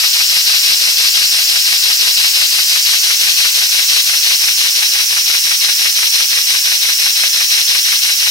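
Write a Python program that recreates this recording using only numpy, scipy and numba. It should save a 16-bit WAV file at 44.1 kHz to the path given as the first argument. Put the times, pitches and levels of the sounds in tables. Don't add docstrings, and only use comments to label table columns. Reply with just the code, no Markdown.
import sys
import numpy as np
from scipy import signal
from scipy.fft import rfft, irfft, next_fast_len
from scipy.io import wavfile
from numba import njit

SR = 44100
rng = np.random.default_rng(int(sys.argv[2]) if len(sys.argv) > 2 else 0)


def master_out(mix):
    frames = np.transpose(np.atleast_2d(mix))
    ceiling = np.clip(frames, -1, 1)
    pcm = np.round(ceiling * 32767).astype(np.int16)
    wavfile.write(sys.argv[1], SR, pcm)


N = 366030
TIME = np.arange(N) / SR
FFT_SIZE = next_fast_len(N, True)
BINS_HZ = np.fft.rfftfreq(FFT_SIZE, 1 / SR)

# time in seconds, swing from 0 beside the engine to 1 behind the cylinder,
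# frequency in Hz at which the echo off the vice jaw cancels most.
CAMERA_SWING = [(0, 0, 6350), (2.0, 0.0091, 6340), (2.9, 0.47, 5160), (4.2, 0.66, 4830), (5.0, 1, 4500),
                (8.3, 1, 4700)]
# frequency in Hz, level in dB per Hz.
HISS_SPECTRUM = [(100, -85), (500, -77.5), (1100, -71), (2000, -60.5), (2700, -53.5), (3500, -56.5),
                 (4400, -50.5), (5350, -45), (6000, -48), (6900, -57), (8000, -59.5), (11400, -62.5),
                 (13000, -58.5), (15500, -68.5)]
RUSH_SPECTRUM = [(100, -83), (550, -74.5), (1100, -71), (1600, -65), (2200, -56.5), (2700, -52),
                 (3450, -53), (4000, -46.5), (4700, -50), (5600, -54), (7000, -65.5), (10000, -96)]
PUFF_SPECTRUM = [(100, -78.5), (300, -72.5), (700, -65.2), (1150, -61.5), (1550, -55.5), (2050, -51.3),
                 (2700, -50.2), (3600, -60), (6000, -85)]
# frequency in Hz, width in Hz, lift in dB.
CHEST_RESONANCES = [(960, 63, -2), (1262, 86, -11.5), (1330, 200, 1.5), (1995, 53, 2.5), (2297, 105, 6),
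                    (2307, 100, -8), (2500, 62, 2), (2816, 160, 3), (3000, 150, -1), (3260, 220, 3),
                    (3830, 360, -1.5), (3924, 130, 4), (5130, 260, 0.6), (8940, 420, 3.5)]
# crank angle in turns, half width in turns, relative level in dB.
EXHAUST_PUFFS = [(.21, .019, -5.5), (.33, .037, -1.2), (.565, .028, .2), (.626, .04, -1.3)]
# Hz when shortest, Hz when longest, width in Hz,
# dB per Hz when shortest, dB per Hz when longest, both before the hiss level.
CAVITY_MODES = [(7200, 2100, 450, -54, -55.5), (15700, 11000, 1700, -58.3, -60.5),
                (13000, 8800, 800, -66, -62)]
# crank angle in turns, blow in dB before the frame rings.
BEARING_KNOCKS = [(.195, -40.5), (0.302, -41), (.57, -40.5), (.81, -43.5)]
# frequency in Hz, 60 dB decay time in seconds, relative level in dB.
FRAME_MODES = [(167, 0.015, -8), (389, 0.013, -20), (487, 0.022, 3.5), (690, 0.021, 6), (1360, .015, -11)]
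# delay in ms from beside, delay in ms from behind, gain.
BENCH_ECHOES = [(1.45, 1.67, 0.023), (3.1, 3.6, 0.074), (6.3, 5.7, 0.11), (9.4, 11, 0.16)]
# frequency in Hz, left over right in dB from beside, the same from behind,
# coherence 0-1 (limited to 0.98 in use), phase lead of the left in radians.
MIC_PORTS = [(100, 6, 1, .05, .5), (400, 12, 0, .1, .6), (1200, 3.8, .8, .58, 1.1),
             (2200, 1.9, 3.2, .7, 2.3), (2800, 5.6, 5.5, .68, 3.1), (3350, -.8, 7, .45, 3.4),
             (4100, 6, 10.8, .15, 2.4), (4700, 1.7, 1.2, .78, 0), (5250, 1.1, -.8, .88, 0),
             (5700, 1, -5.5, .5, 0), (6050, .8, -10, .6, -1), (7000, .9, -1.3, .9, 0),
             (10000, .4, 0, .96, 0), (11600, 1.3, 2.8, .75, 0), (13000, .6, -.2, .9, 0)]
# frequency in Hz, change in dB.
POSITION_TINT = [(100, -4.5), (1200, -2.5), (2200, -0.5), (2800, -2.5), (4050, -2), (4700, -2.5),
                 (5300, -0.7), (6000, 0.5), (7300, -4), (9000, 0.5), (12800, -0.5), (14200, -3.5),
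                 (15500, 3)]
# frequency in Hz, level in dB per Hz.
RUMBLE_SPECTRUM = [(10, -85), (25, -81), (42, -76.5), (70, -83.5), (150, -89), (500, -98), (4000, -110)]

START_TURN = .330
TURNS_PER_S, EXCESS_TURNS_PER_S, SETTLE_S = 5.809, .29, .7
DEAD_CENTRE = 0.96
PORT_OPENS, PORT_CLOSES = 0.13, 0.815
RUSH_ATTACK_TURNS, RUSH_RELEASE_TURNS, SHUT_DB = 0.082, 0.11, -18
SLACK_ANGLE, SLACK_TURNS, SLACK_DB = .48, 0.1, -1.5
LEAK_DB, LEAK_SAG_DB, SPIT_DB = -.5, -0.37, 1.6
PUFF_SPUTTER_DB = 1.1
RUSH_BESIDE_DB, RUSH_BEHIND_DB = -1, 1
PUFF_BESIDE_DB, PUFF_BEHIND_DB = -3.4, -0.16
HISS_DB, JET_DB = -0.72, .7
NOTCH_WIDTH_HZ, NOTCH_DEPTH = 450., .35
TOP_NOTCH_HZ, TOP_NOTCH_WIDTH_HZ, TOP_NOTCH_DEPTH = 14600, 550, .65
ROOM_T60_S, ROOM_DB = 0.35, -10.5
TOP_HZ = 15750


def undb(db):
    return 10 ** (np.asarray(db) / 20)


def curves(table):
    seconds, *columns = np.transpose(table)
    return [np.interp(TIME, seconds, column) for column in columns]


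def spectra(table):
    hz, *columns = np.transpose(table)
    return [np.interp(np.log(BINS_HZ + 1), np.log(hz), column) for column in columns]


def blend(beside, behind, swing):
    return beside + (behind - beside) * swing


def colour(x, response):
    return irfft(rfft(x, FFT_SIZE) * response, FFT_SIZE)[..., :N]


def turbulence():
    return rng.standard_normal((2, N)) * np.sqrt(SR / 2)


def walk(rate):
    steps = np.interp(TIME * rate, np.arange(4096), rng.standard_normal(4096))
    return steps / steps.std()


@njit
def resonate(x, hz, width):
    y, band, low = np.empty(len(x)), 0., 0.
    for i in range(len(x)):
        g = np.tan(np.pi * hz[i] / SR)
        damping = np.pi * width / SR * (1 + g * g) / g
        v = (band + g * (x[i] - low)) / (1 + g * (g + damping))
        band = 2 * v - band
        low = low + 2 * g * v
        y[i] = damping * v
    return y


def resonate_pair(x, hz, width):
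    return np.array([resonate(channel, hz, float(width)) for channel in x])


def crank_angle():
    speed = TURNS_PER_S + EXCESS_TURNS_PER_S * np.exp(-TIME / SETTLE_S)
    return START_TURN + np.cumsum(speed) / SR


def bump(crank, angle, width):
    offset = (crank - angle + .5) % 1 - .5
    return np.exp(-.5 * (offset / width) ** 2)


def per_turn(crank, spread_db):
    return undb(spread_db * rng.standard_normal(64)[crank.astype(int)])


def port_opening(crank):
    corners = [PORT_OPENS - RUSH_ATTACK_TURNS, PORT_OPENS, PORT_CLOSES, PORT_CLOSES + RUSH_RELEASE_TURNS]
    return np.interp(crank, corners, [0, 1, 1, 0], period=1)


def chest_db():
    return sum(db / (1 + (2 * (BINS_HZ - hz) / width) ** 2) for hz, width, db in CHEST_RESONANCES)


def leak(crank, hiss_db):
    puff_angle, puff_width, _ = EXHAUST_PUFFS[0]
    leak_db = LEAK_DB + LEAK_SAG_DB * port_opening(crank) + SPIT_DB * bump(crank, puff_angle, puff_width)
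    flutter_db = 0.28 * walk(rate=130)
    air = colour(turbulence(), undb(spectra(HISS_SPECTRUM)[0] + chest_db()))
    return air * undb(hiss_db + leak_db + flutter_db)


def rush(crank, stroke_db):
    rush_db = SHUT_DB * (1 - port_opening(crank)) + SLACK_DB * bump(crank, SLACK_ANGLE, SLACK_TURNS)
    flutter_db = 0.8 * walk(rate=140)
    air = colour(turbulence(), undb(spectra(RUSH_SPECTRUM)[0] + chest_db()))
    return air * undb(stroke_db + rush_db + flutter_db) * per_turn(crank, spread_db=1.0)


def exhaust(crank):
    flow = 0
    for angle, width, db in EXHAUST_PUFFS:
        flow = flow + undb(db) * per_turn(crank, spread_db=.3) * bump(crank, angle, width)
    sputter = undb(PUFF_SPUTTER_DB * walk(rate=210))
    return colour(turbulence(), undb(spectra(PUFF_SPECTRUM)[0])) * flow * sputter


def cavity(crank):
    travel = (1 - np.cos(2 * np.pi * (crank - DEAD_CENTRE))) / 2
    out = 0
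    for short_hz, long_hz, width, short_db, long_db in CAVITY_MODES:
        hz = 1 / ((1 - travel) / short_hz + travel / long_hz)
        gain = undb(short_db + (long_db - short_db) * np.sqrt(travel))
        out = out + gain * resonate_pair(turbulence(), hz, width)
    return out


def shop_rumble():
    return colour(turbulence(), undb(spectra(RUMBLE_SPECTRUM)[0])) * undb(1.3 * walk(rate=6))


def bearings(crank):
    blows, turns = np.zeros((2, N)), np.arange(1, int(crank[-1]))
    for angle, db in BEARING_KNOCKS:
        timing, strength, side = rng.standard_normal((len(turns), 3)).T
        at = np.searchsorted(crank, turns + angle + 0.004 * timing).clip(0, N - 1)
        blows[0, at] += undb(db + 1.9 * strength)
        blows[1, at] += undb(db) * .5 * side
    t = TIME[:SR // 8]
    ring = sum(undb(db - 60 * t / t60) * np.sin(2 * np.pi * hz * t) for hz, t60, db in FRAME_MODES)
    return signal.oaconvolve(blows, ring[None], axes=1)[:, :N]


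def vice_echo(x, notch_hz, swing):
    top_depth = np.clip(TOP_NOTCH_DEPTH * (1 + swing) / 2, 0, 1)
    sliding_band = resonate_pair(x, notch_hz, NOTCH_WIDTH_HZ)
    top_band = resonate_pair(x, np.full(N, float(TOP_NOTCH_HZ)), TOP_NOTCH_WIDTH_HZ)
    return x - NOTCH_DEPTH * sliding_band - top_depth * top_band


def workshop(x, swing):
    out = x.copy()
    for beside_ms, behind_ms, gain in BENCH_ECHOES:
        delay = blend(beside_ms, behind_ms, swing) / 1000
        out += gain * np.array([np.interp(TIME - delay, TIME, channel, left=0) for channel in x])
    t = TIME[:SR // 2]
    tail = rng.standard_normal((2, len(t))) * undb(-60 * t / ROOM_T60_S)
    tail /= np.sqrt(np.sum(tail ** 2, axis=1, keepdims=True))
    return out + undb(ROOM_DB) * signal.oaconvolve(x, tail, axes=1)[:, :N]


def ports(x, swing):
    beside_db, behind_db, coherence, lead = spectra(MIC_PORTS)
    half_tint_db = spectra(POSITION_TINT)[0] / 2
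    sides = np.array([[1], [-1]])
    coherence = np.clip(coherence, 0, .98)
    common = colour(x[0], np.sqrt((1 + coherence) / 2))
    opposed = colour(x[1], np.sqrt((1 - coherence) / 2))
    pair = common + sides * opposed
    out = 0
    for share, pan_db, tint_db in ((1 - swing, beside_db, -half_tint_db), (swing, behind_db, half_tint_db)):
        shade = np.sqrt(2 / (1 + undb(-2 * sides * pan_db))) * undb(tint_db)
        out = out + share * colour(pair, shade * np.exp(.5j * sides * lead))
    return out


def scene():
    crank = crank_angle()
    swing, notch_hz = curves(CAMERA_SWING)
    swing = np.clip(swing, 0, 1)
    hiss_db = HISS_DB + JET_DB * np.sin(np.pi * swing)
    stroke_db = blend(RUSH_BESIDE_DB, RUSH_BEHIND_DB, swing)
    puff_db = blend(PUFF_BESIDE_DB, PUFF_BEHIND_DB, swing)
    air = leak(crank, hiss_db) + rush(crank, stroke_db)
    air = air + exhaust(crank) * undb(puff_db) + cavity(crank) * undb(hiss_db)
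    rumble = shop_rumble()
    engine = vice_echo(air + bearings(crank), notch_hz, swing)
    return ports(workshop(engine, swing), swing) + rumble


def record(dry):
    low_pass = signal.ellip(10, .1, 70, TOP_HZ, fs=SR, output="sos")
    return signal.sosfilt(low_pass, np.clip(dry, -1, 1))


dry = scene()
out = record(dry)
master_out(out)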